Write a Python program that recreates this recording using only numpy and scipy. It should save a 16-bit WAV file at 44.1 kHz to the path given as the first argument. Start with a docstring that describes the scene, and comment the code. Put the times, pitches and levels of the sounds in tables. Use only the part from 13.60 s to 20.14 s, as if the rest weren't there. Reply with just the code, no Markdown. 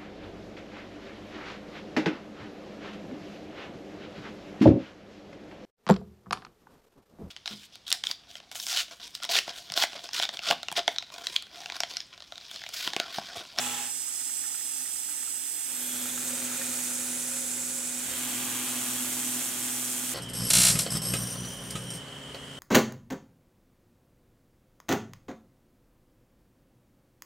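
"""A three-flute end mill cuts aluminium in a milling machine; four passes dissolve into each other.
Periodic cutting forces hum at multiples of the spindle speed, and tearing metal rasps, partly alike on
every turn. An air jet hisses over the cutter, chopped by its flutes, and makes hollows of the work whistle.
Flung chips patter on the enclosure, whose walls add weak echoes. At times resonances of the cut squeal,
groan or chatter, and the table thrums as the last pass bites."""
import sys
import numpy as np
from scipy import signal
from scipy.fft import rfft, irfft, next_fast_len
from scipy.io import wavfile
from scipy.ndimage import map_coordinates

SR = 44100
rng = np.random.default_rng(int(sys.argv[2]) if len(sys.argv) > 2 else 0)


def to_wav(s):
    """Save 16-bit WAV."""
    ch = np.atleast_2d(s).T  # columns
    pcm = np.round(np.clip(ch, -1, 1) * 32767)  # PCM
    wavfile.write(sys.argv[1], SR, pcm.astype(np.int16))


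N = 288414
TIME = np.arange(N) / SR
FLUTES = 3

# The passes: heavy, light, pocket, edge. Each row: fade-in start and end in seconds, spindle speed in Hz,
# repeating share of the midrange rasp (0-1), flute beat depth in dB, air chop depth in dB.
PASSES = [(-.2, -.1, 41.4, 0.16, 2, -0.5), (0.137, 0.342, 42.82, 0.11, -0.5, 1),
          (2.005, 2.437, 41.39, 0.16, 1.2, 0.83), (4.292, 4.645, 41.41, 0.2, 1, 1.5)]
# The steady cut of each pass. Each row: rasp level, hum level, throb depth, chatter depth, all in dB.
CUTS = [(-39.5, -51, 1, 2), (-50, -66.5, 0.5, 3), (-45, -47.5, 0.5, -0.2), (-41, -44, 1.5, 0.1)]
# Rasp and hum swell or sink; near 4.5 s the hum dips briefly as two passes dissolve into each other.
# Each row: peak, rise, fall in seconds, rasp and hum change in dB.
CUT_SWELLS = [(0.03, 0.12, 0.083, 3, 4.5), (2.07, 0.073, 0.13, 2, -1), (2.45, 0.13, 0.25, 0.5, 1.5),
              (2.99, 0.46, 0.41, 3, 3), (4.48, 0.05, 0.099, 1, -8), (4.76, 0.17, 0.66, 1.5, 1.5),
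              (5.76, 0.12, 0.061, 0.5, 3), (6.3, 0.53, 0.25, -1, -1)]
# Broad response of work and machine to the cut. Each row: frequency in Hz, relative gain in dB.
BODY_HEAVY = [(25, -27), (105, -28), (186, -14), (263, -6), (284, -10), (607, -7.5), (830, -3), (873, -9),
              (1110, -5.5), (2330, -5), (2630, 0.5), (3490, -3), (4600, -8), (5600, -24)]
BODY_LIGHT = [(25, -24), (90, -25), (105, -7), (152, -18), (205, -13), (263, -2), (402, -7.5), (660, -11.5),
              (840, -0.5), (1060, -10), (1250, -4.5), (3500, -1), (3800, -11.5), (4500, -20), (5600, -28)]
BODY_POCKET = [(25, -32), (90, -7.5), (152, -17), (169, -7.5), (243, -3), (352, -6), (483, -5.5),
               (513, -2.5), (676, -8), (830, -3.5), (1160, -10.5), (1390, -3.5), (4600, -6), (5600, -34)]
BODY_EDGE = [(25, -26), (37, -22), (49, -13), (76, -31), (120, -4.5), (136, -15.5), (205, -9.5),
             (223, -7.5), (263, -3), (295, -2.5), (352, -11.5), (1970, -8), (3220, -5), (4600, -11),
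             (5600, -23)]
# Sharp resonances of tool and work. Each row: frequency in Hz, width in Hz, lift in dB.
MODES_HEAVY = [(814, 30, 9.5), (1720, 200, 2.5), (3400, 380, 3.5)]
MODES_LIGHT = [(297, 14, 6.5), (1900, 30, 3.8), (2790, 170, 3.1), (3550, 300, 3.8)]
MODES_POCKET = [(539, 18, 5.7), (1330, 88, 0.6), (2440, 72, 6), (3640, 150, 4.6)]
MODES_EDGE = [(3290, 40, 3.5), (1560, 210, 1.4)]
# Stereo image of the rasp. Each row: frequency in Hz, left-right coherence (0-1).
RASP_COHERENCE = [(40, 0.72), (150, 0.76), (380, 0.85), (950, 0.62), (4000, 0.6)]
# The hum throbs: its strongest brief swells and dips.
# Each row: peak and half-length in seconds, change in dB.
HUM_THROBS = [(2.45, 0.03, 3), (2.5, 0.014, -7), (2.64, 0.025, -6), (2.73, 0.025, 4), (2.78, 0.018, -5),
              (2.85, 0.025, 3), (2.985, 0.02, -5), (3.1, 0.022, 3.5), (3.145, 0.022, -5), (3.52, 0.04, 4),
              (4.89, 0.014, -7), (4.95, 0.016, -6), (5.08, 0.016, -8), (5.18, 0.022, 2.5),
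              (5.28, 0.022, 2.5), (5.425, 0.022, 5), (5.845, 0.02, -7), (5.91, 0.05, -3)]
# Tones locked to the spindle. Each row: multiple of the spindle speed, base level in dB.
ORDERS_HEAVY = [(2, -67), (3, -60), (11, -60), (18, -61), (20, -49.5), (22, -60), (24, -56), (30, -61),
                (32, -56), (41, -60), (68, -56)]
ORDERS_LIGHT = [(1.5, -85), (2, -92), (3, -75), (8, -89), (44, -73)]
ORDERS_POCKET = [(2, -79), (3, -63), (4, -68), (7, -65.5), (9, -63), (13, -63), (17, -68), (20, -72),
                 (29, -70), (35, -63), (38, -74)]
ORDERS_EDGE = [(1, -79), (2, -73), (3, -57.5), (4, -74), (5, -64), (7, -66.5), (8, -62), (9, -58),
               (11, -71), (13, -64), (16, -70), (17, -64), (20, -62.5), (23, -68), (29, -69), (35, -64),
               (38, -61.5), (79, -59)]
# The air of each pass. Each row: level in dB, fizz drift in dB per second, time and half-length in
# seconds of the cutter's crossing of the jet, rise at the crossing in dB.
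AIR = [(-34.5, 1, 0.03, 0.15, 1.5), (-34, 2.5, 0.7, 0.55, 1.3), (-35, -2, 3.38, 1, 2.5),
       (-34, -0.5, 5.8, 1, 2.5)]
# Spectrum of the jet breaking on tool and work. Each row: frequency in Hz, relative gain in dB.
JET_HEAVY = [(4000, -27), (5080, -14), (5600, -11.5), (7060, -7.5), (7670, -1.5), (7920, -5.5),
             (9560, -12.5), (10770, -12), (12490, -15), (13090, -18), (15590, -19)]
JET_LIGHT = [(3120, -23.5), (3960, -22), (4310, -15), (4480, -20), (4720, -16.5), (5150, -12), (5400, -12),
             (5800, -10), (6550, -12), (6890, -6), (7060, -10.5), (7600, 1), (7950, -4.5), (8150, -2.5),
             (8350, -4), (8560, -0.5), (9390, -14.0), (10770, -7), (11020, -13), (11630, -11.5),
             (12490, -17), (13090, -14), (15160, -16.5), (15590, -20)]
JET_POCKET = [(4000, -23.5), (5080, -11.5), (6250, -6), (6750, -3), (7000, -5), (7550, -1), (7920, -1.5),
              (8350, -1), (9650, -5.5), (10250, -9.5), (10850, -7), (11630, -10), (13700, -11),
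              (14810, -15), (15590, -15.5)]
JET_EDGE = [(4160, -18.5), (5250, -9), (5430, -9.5), (5770, -4.5), (6290, -6.5), (6630, -1.5), (6980, -3),
            (8530, 0.0), (8790, -2), (9040, -1), (10850, -6.5), (12490, -6), (13400, -10), (14300, -8),
            (15590, -15)]
# Apparent direction of the jet.
# Each row: frequency in Hz, left minus right in dB, left phase lead in radians, coherence (0-1).
PLACE_HEAVY = [(5500, -2, -1.5, 0.5), (7700, -7, -0.5, 0.4), (10500, -5, -2.5, 0.3),
               (15000, -4.6, -1.5, .35)]
PLACE_LIGHT = [(3870, -2.3, 0.5, 0.99), (4600, -5, -3.5, 0.43), (4950, 3, -7, 0.71), (5450, -3, -9, 0.89),
               (6400, -10, -7.5, 0.44), (7240, -7.5, -9, 1), (8500, -13.5, -8, 0.98), (9350, -6.5, -7.5, 1),
               (11500, -6, -9, 0.53), (15000, -5, -9, .5)]
PLACE_POCKET = [(5000, 1, -0.79, 0.6), (6100, -5.5, -0.84, 0.45), (7700, -4, -0.52, 0.78),
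                (10500, -2.5, -1, 0.46), (15000, -4.5, -1.4, .3)]
PLACE_EDGE = [(5000, -2.5, 1.2, .1), (5900, -4.5, 1.1, .35), (7000, -1.5, 0.37, 0.71),
              (9000, -3.5, .3, .72), (10700, -2, 0.75, .55), (15000, 0, 0.64, 0.61)]
# The cutter deflects the jet. Each row: peak and half-length in seconds, change in dB.
JET_FLARES = [(2.68, 0.066, 1), (3.2, 0.08, 0.7), (3.5, 0.12, -0.7), (4.17, 0.08, 0.4), (5.72, 0.039, 0.3),
              (5.96, 0.089, -1.5)]
# Whistling hollows. Each row: peak, rise, fall in seconds, pitch and width in Hz, left and right in dB.
HOLLOWS = [(0.5, 0.6, 0.7, 5100, 190, -57, -54), (0.45, 0.7, 0.9, 7750, 140, -52, -42),
           (1.7, 0.91, 0.9, 8080, 110, -55, -39), (2.1, 0.7, 0.63, 8520, 200, -57, -41),
           (2.27, 0.17, 0.28, 11730, 750, -44, -43), (2.75, 0.3, 0.55, 8310, 120, -49, -43),
           (3, 1.04, 1.4, 6660, 170, -51.5, -46), (3.6, 0.47, 1, 9740, 460, -45.5, -39),
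           (3.95, 0.5, 0.55, 7780, 130, -49, -43), (4.15, 0.7, 0.93, 7440, 170, -52, -41)]
# Larger chips hitting the enclosure. Each row: start in seconds, base level in dB, ping pitch in Hz.
LARGE_CHIPS = [(0.6938, -41, 1840), (0.8385, -42, 1700), (0.8537, -40, 1850), (0.945, -40, 1445),
               (1.008, -44, 1880), (1.2057, -43, 1850), (1.256, -39.5, 1890), (1.3564, -46, 1900),
               (1.486, -43, 1540), (1.6284, -40, 1890), (2.455, -36, 1390), (2.577, -33.5, 1360),
               (2.629, -41, 1440), (2.7, -39, 1410), (2.794, -41, 1420), (2.82, -42, 1350),
               (2.9153, -38, 1320), (2.928, -40, 2280), (2.9582, -36, 1470), (3.0137, -32.5, 1820),
               (3.133, -38, 1330), (3.305, -42, 1890), (3.715, -39, 1440)]
# Modes of the enclosure panel. Each row: frequency in Hz, width in Hz, gain in dB.
PANEL_MODES = [(820, 67, -1), (1326, 150, 5.5), (1830, 120, -0.5), (1870, 30, -1), (2320, 140, -16)]
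# Squeals of the cutter. Each row: peak, rise, fall in seconds, pitch at the peak in Hz,
# glide in Hz per second, width in Hz, left and right level in dB.
SQUEALS = [(2.4, 0.23, 0.19, 3344, 380, 340, -50.5, -46), (3.01, 0.07, 0.05, 2460, 0, 120, -50, -48.5),
           (4.85, 0.33, 0.5, 2950, 0, 109, -56, -54), (4.9, 0.3, 0.5, 2480, -1, 130, -53, -53),
           (5, 0.35, 0.45, 1131, 0, 160, -53, -52), (6.3, 0.6, 0.4, 3240, 0, 50, -60, -54)]
# The pocket wall groans. Each row: peak and half-length in seconds, level in dB.
GROANS = [(2.77, 0.07, -49), (3.01, 0.024, -50), (3.113, 0.035, -54), (3.39, 0.024, -57),
          (3.78, 0.08, -55.5), (4, 0.074, -55), (4.52, 0.034, -51.5)]
# The table shakes as the last pass bites. One row: peak, rise, fall in seconds, level in dB.
THRUM = (4.53, 0.08, .11, -57)
# The cutter chatters along the edge. Each row: peak and half-length in seconds, level in dB.
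CHATTERS = [(4.75, 0.04, -52), (4.98, 0.025, -49.5), (5.11, 0.02, -50.5), (5.39, 0.03, -49),
            (5.77, 0.04, -53)]


def amp(db):
    """Decibels to amplitude ratio."""
    return 10 ** (np.asarray(db) / 20)


def unit(x):
    """Normalisation to rms 1."""
    return x / np.sqrt(np.mean(x ** 2) + 1e-20)


def along(points, hz, column=1):
    """Interpolation of a table column over log frequency."""
    cols = np.transpose(points)
    return np.interp(np.log(hz + 1), np.log(np.sort(cols[0]) + 1), cols[column])


def wobble(rate):
    """Smooth random modulation, rate knots a second."""
    coarse = np.linspace(0, N / SR, 4096)
    knots = rng.standard_normal(int(N * rate / SR) + 4)
    return np.interp(TIME, coarse, map_coordinates(knots, [coarse * rate]))


def swell(peak_s, rise_s, fall_s):
    """An asymmetric Gaussian envelope of height 1."""
    return np.exp(-((TIME - peak_s) / np.where(TIME < peak_s, rise_s, fall_s)) ** 2)


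def bumps(rows):
    """A level change in dB, as a sum of Gaussian swells."""
    return sum(db * swell(s, half_s, half_s) for s, half_s, db in rows)


def filtered(x, response):
    """Linear filtering: the spectrum times a frequency response."""
    m = next_fast_len(N + 8192, real=True)
    return irfft(rfft(x, m) * response(np.fft.rfftfreq(m, 1 / SR)), m)[..., :N]


def stereo(pair, coherence):
    """Mid-side mixing gives two independent signals a coherence that varies with frequency."""
    m = next_fast_len(N, real=True)
    angle = np.arccos(along(coherence, np.fft.rfftfreq(m, 1 / SR))) / 2
    mid, side = rfft(pair, m) * [np.cos(angle), np.sin(angle)]
    return irfft([mid + side, mid - side], m)[:, :N]


def resonance(centre_hz, width_hz):
    """A noise-driven resonance gives narrow-band noise, rms 1; its centre may move."""
    a, b = filtered(rng.standard_normal((2, N)), lambda hz: 1 / (1 + (hz / width_hz) ** 2))
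    phase = 2 * np.pi * np.cumsum(centre_hz * np.ones(N)) / SR
    return unit(a * np.cos(phase) + b * np.sin(phase))


def rotation(speed_hz, drift=0.000912):
    """Phase in turns is the integral of a slightly wandering speed."""
    return np.cumsum(speed_hz * (1 + drift * wobble(5))) / SR


def flute_beat(turns, depth_db, runout=0.35):
    """Amplitude modulation by each passing flute; runout makes one stand out."""
    angle = 2 * np.pi * turns
    return unit(amp(depth_db * (np.cos(FLUTES * angle) + runout * np.cos(angle))))


def rasp(turns, body, modes, repeat, beat_db, flutter_db=.55, size=1024):
    """Source and filter: the force of tearing metal, part periodic, part random, drives tool and work."""
    def share(hz):
        """The periodic share of the power, greatest in the midrange."""
        return repeat / (1 + (750 / (hz + 1)) ** 16) / (1 + (hz / 2200) ** 2)

    def response(hz):
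        """Resonances add peaks to the broad response."""
        peaks_db = sum(db / (1 + (2 * (hz - centre) / width) ** 2) for centre, width, db in modes)
        return amp(along(body, hz) + peaks_db)

    one_turn = irfft(np.exp(2j * np.pi * rng.random((2, size // 2 + 1))))
    looped = np.array([np.interp(turns % 1, np.arange(size) / size, side, period=1) for side in one_turn])
    periodic = filtered(unit(looped), lambda hz: np.sqrt(share(hz)))
    fresh = filtered(rng.standard_normal((2, N)), lambda hz: np.sqrt(1 - share(hz)))
    force = (periodic + fresh) * flute_beat(turns, beat_db) * amp(flutter_db * wobble(45))
    sound = filtered(stereo(force, RASP_COHERENCE), response)
    midrange = filtered(sound.mean(0), lambda hz: (hz > 600) & (hz < 4400))
    return sound / np.std(midrange)


def hum(turns, throb_db, chatter_db, throb_hz=12.8):
    """Frame resonance at twice the flute rate; it throbs loosely, and its level flickers at random."""
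    throb = np.sin(2 * np.pi * (rotation(throb_hz, drift=.12) + rng.random()))
    level = amp(throb_db * throb + chatter_db * wobble(16))
    return unit(level * np.sin(2 * np.pi * 2 * FLUTES * turns))


def cutting(turns, cut, rasp_swell_db, hum_swell_db, body, modes, repeat, beat_db):
    """Superposition of the rasp and hum of one pass, each swelling and sinking in level."""
    rasp_db, hum_db, throb_db, chatter_db = cut
    balance = amp([[-1.3], [-.5]])  # left, right
    tearing = balance * amp(rasp_db + rasp_swell_db) * rasp(turns, body, modes, repeat, beat_db)
    humming = amp(hum_db + hum_swell_db + bumps(HUM_THROBS)) * hum(turns, throb_db, chatter_db)
    return tearing + humming


def spindle_tones(turns, orders, waver_db=.9, slip_rad=0.055):
    """Forced vibration at multiples of the spindle speed, each tone wavering on its own."""
    tones = np.zeros(N)
    for order, db in orders:
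        level = np.sqrt(2) * amp(db + waver_db * wobble(14))
        tones += level * np.sin(2 * np.pi * (order * turns + rng.random()) + slip_rad * wobble(21))
    return tones


def work_reflection(air, bounce_db=-11.5, delays_s=(.0031, .0024), wander_s=.00005):
    """Comb filtering: the hiss meets its echo off the work, whose path shifts as the table moves."""
    echoes = [map_coordinates(side, [(TIME - delay_s - wander_s * wobble(1.2)) * SR])
              for side, delay_s in zip(air, delays_s)]
    return air + amp(bounce_db) * np.array(echoes)


def jet(turns, colour, place, chop_db, flutter_db=0.42, fizz_hz=10000):
    """Turbulence makes broadband noise, chopped by the flutes; returns the hiss and the fizz above it."""
    def response(hz):
        """The jet's high-passed spectrum, shared between left and right at constant power."""
        left = amp(along(place, hz, column=1)) * np.exp(1j * along(place, hz, column=2))
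        pan = np.array([left, np.ones(len(hz))]) / np.sqrt(1 + abs(left) ** 2)
        return amp(along(colour, hz)) * pan / np.sqrt(1 + (3400 / (hz + 100)) ** 20)

    noise = stereo(rng.standard_normal((2, N)), [(hz, coherence) for hz, _, _, coherence in place])
    chopped = noise * flute_beat(turns, chop_db) * amp(flutter_db * wobble(40))
    air = unit(work_reflection(filtered(chopped, response)))
    hiss = filtered(air, lambda hz: 1 / (1 + (hz / fizz_hz) ** 24))
    return hiss, air - hiss


def blowing(turns, air, colour, place, chop_db):
    """Flow noise swells as the cutter obstructs the jet; its fizz drifts as the table moves."""
    level_db, drift_db_per_s, cross_s, half_s, rise_db = air
    hiss, fizz = jet(turns, colour, place, chop_db)
    level = amp(level_db + rise_db * swell(cross_s, half_s, half_s) + bumps(JET_FLARES))
    return level * (hiss + amp(drift_db_per_s * (TIME - cross_s)) * fizz)


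def hollows():
    """Cavity resonance: each hollow whistles at its own pitch as the jet sweeps over it."""
    return sum(amp([[left_db], [right_db]]) * swell(s, rise_s, fall_s) * resonance(hz, width_hz)
               for s, rise_s, fall_s, hz, width_hz, left_db, right_db in HOLLOWS)


def panel(hz):
    """Modal superposition: the panel responds as a sum of resonators of alternating sign."""
    return sum((-1) ** k * amp(db) * 1j * hz * width / (centre ** 2 - hz ** 2 + 1j * hz * width)
               for k, (centre, width, db) in enumerate(PANEL_MODES))


def chips(rasp_swell_db, small_count=170, patter_db=-50, rattle_db=6, tick_db=5, ping_db=-4):
    """Impact excitation: each chip ticks, rattles the panel and pings; small ones swell with the rasp."""
    rattle_t60, tick_t60, ping_t60, attack_s = .035, .014, .042, .0004
    t = np.arange(SR // 8) / SR
    small = [(when * N / SR,
              patter_db + 1.2 * rasp_swell_db[int(when * N)] + 3 * np.log(-np.log(size)),
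              1300 + 800 * spot) for when, size, spot in rng.random((small_count, 3))]
    rattles, pings, ticks = np.zeros((3, N + len(t)))
    onset = 1 - np.exp(-t / attack_s)
    for s, db, hz in list(LARGE_CHIPS) + small:
        at = slice(int(s * SR), int(s * SR) + len(t))
        scrape = rng.standard_normal(len(t))
        rattles[at] += amp(db + rattle_db - 60 * t / rattle_t60) * scrape
        ticks[at] += amp(db + tick_db - 60 * t / tick_t60) * scrape[::-1]
        pings[at] += amp(db + ping_db - 60 * t / ping_t60) * onset * np.sin(2 * np.pi * hz * t)
    contact = signal.butter(2, [1200, 2900], "band", fs=SR, output="sos")
    return filtered(rattles[:N], panel) + pings[:N] + signal.sosfilt(contact, ticks[:N])


def squeals():
    """Noise-driven resonance: the cutter rings hoarsely, and may glide, as it leans into a wall."""
    return sum(amp([[left_db], [right_db]]) * swell(s, rise_s, fall_s)
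               * resonance(hz + glide * (TIME - s), width_hz)
               for s, rise_s, fall_s, hz, glide, width_hz, left_db, right_db in SQUEALS)


def pressed_mode(spells, hz, slip_rad):
    """Groan or chatter: a single mode sings, its phase wandering, while the cutter presses on it."""
    level = sum(amp(db) * swell(s, half_s, half_s) for s, half_s, db in spells)
    return level * np.sqrt(2) * np.sin(2 * np.pi * hz * TIME + slip_rad * wobble(45))


def thrum(speed_hz=41.4):
    """Forced vibration: the table shakes twice a turn as the cutter enters the edge."""
    s, rise_s, fall_s, db = THRUM
    return amp(db) * swell(s, rise_s, fall_s) * np.sqrt(2) * np.sin(2 * np.pi * 2 * rotation(speed_hz))


def enclosure(x, count=10, wall_db=-15, delays_s=(.002, .014)):
    """Interference with early wall reflections ripples the treble, differently on each side."""
    walls = np.zeros((2, SR // 50))
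    for side in walls:
        side[(rng.uniform(*delays_s, count) * SR).astype(int)] = rng.choice([-1, 1], count)
    echoes = signal.fftconvolve(x, walls / np.sqrt(count), axes=1)[:, :N]
    return x + amp(wall_db) * filtered(echoes, lambda hz: 1 / (1 + (1500 / (hz + 1)) ** 4))


def crossfades():
    """Linear crossfades: each pass rises while the one before sinks."""
    up = np.array([np.clip((TIME - start) / (end - start), 0, 1) for start, end, *_ in PASSES])
    return np.maximum(up - np.vstack([up[1:], np.zeros(N)]), 0)


def scene(tone_follow=0.28):
    """Superposition of chips, resonances and the cut, air and tones of each pass in the enclosure."""
    weights = crossfades()
    equal_power = weights / np.sqrt(np.sum(weights ** 2, 0) + 1e-9)
    rasp_swell_db, hum_swell_db = sum(np.outer([rasp_db, hum_db], swell(s, rise_s, fall_s))
                                      for s, rise_s, fall_s, rasp_db, hum_db in CUT_SWELLS)
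    timbres = [(BODY_HEAVY, MODES_HEAVY, ORDERS_HEAVY, JET_HEAVY, PLACE_HEAVY),
               (BODY_LIGHT, MODES_LIGHT, ORDERS_LIGHT, JET_LIGHT, PLACE_LIGHT),
               (BODY_POCKET, MODES_POCKET, ORDERS_POCKET, JET_POCKET, PLACE_POCKET),
               (BODY_EDGE, MODES_EDGE, ORDERS_EDGE, JET_EDGE, PLACE_EDGE)]
    mix = chips(rasp_swell_db) + thrum()
    mix += pressed_mode(GROANS, hz=535.5, slip_rad=1.1)
    mix += pressed_mode(CHATTERS, hz=3263, slip_rad=.6)
    mix = mix + hollows() + squeals()
    for i, (_, _, speed_hz, repeat, beat_db, chop_db) in enumerate(PASSES):
        body, modes, orders, colour, place = timbres[i]
        turns = rotation(speed_hz)
        cut = cutting(turns, CUTS[i], rasp_swell_db, hum_swell_db, body, modes, repeat, beat_db)
        air = blowing(turns, AIR[i], colour, place, chop_db)
        tones = amp(tone_follow * hum_swell_db) * spindle_tones(turns, orders)
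        mix += equal_power[i] * (cut + air) + weights[i] * tones
    return enclosure(mix)


def record(dry, top_hz=15850):
    """Band limiting: an ideal low-pass removes the highest treble."""
    return filtered(dry, lambda hz: hz < top_hz)


dry = scene()
out = record(dry)
to_wav(out)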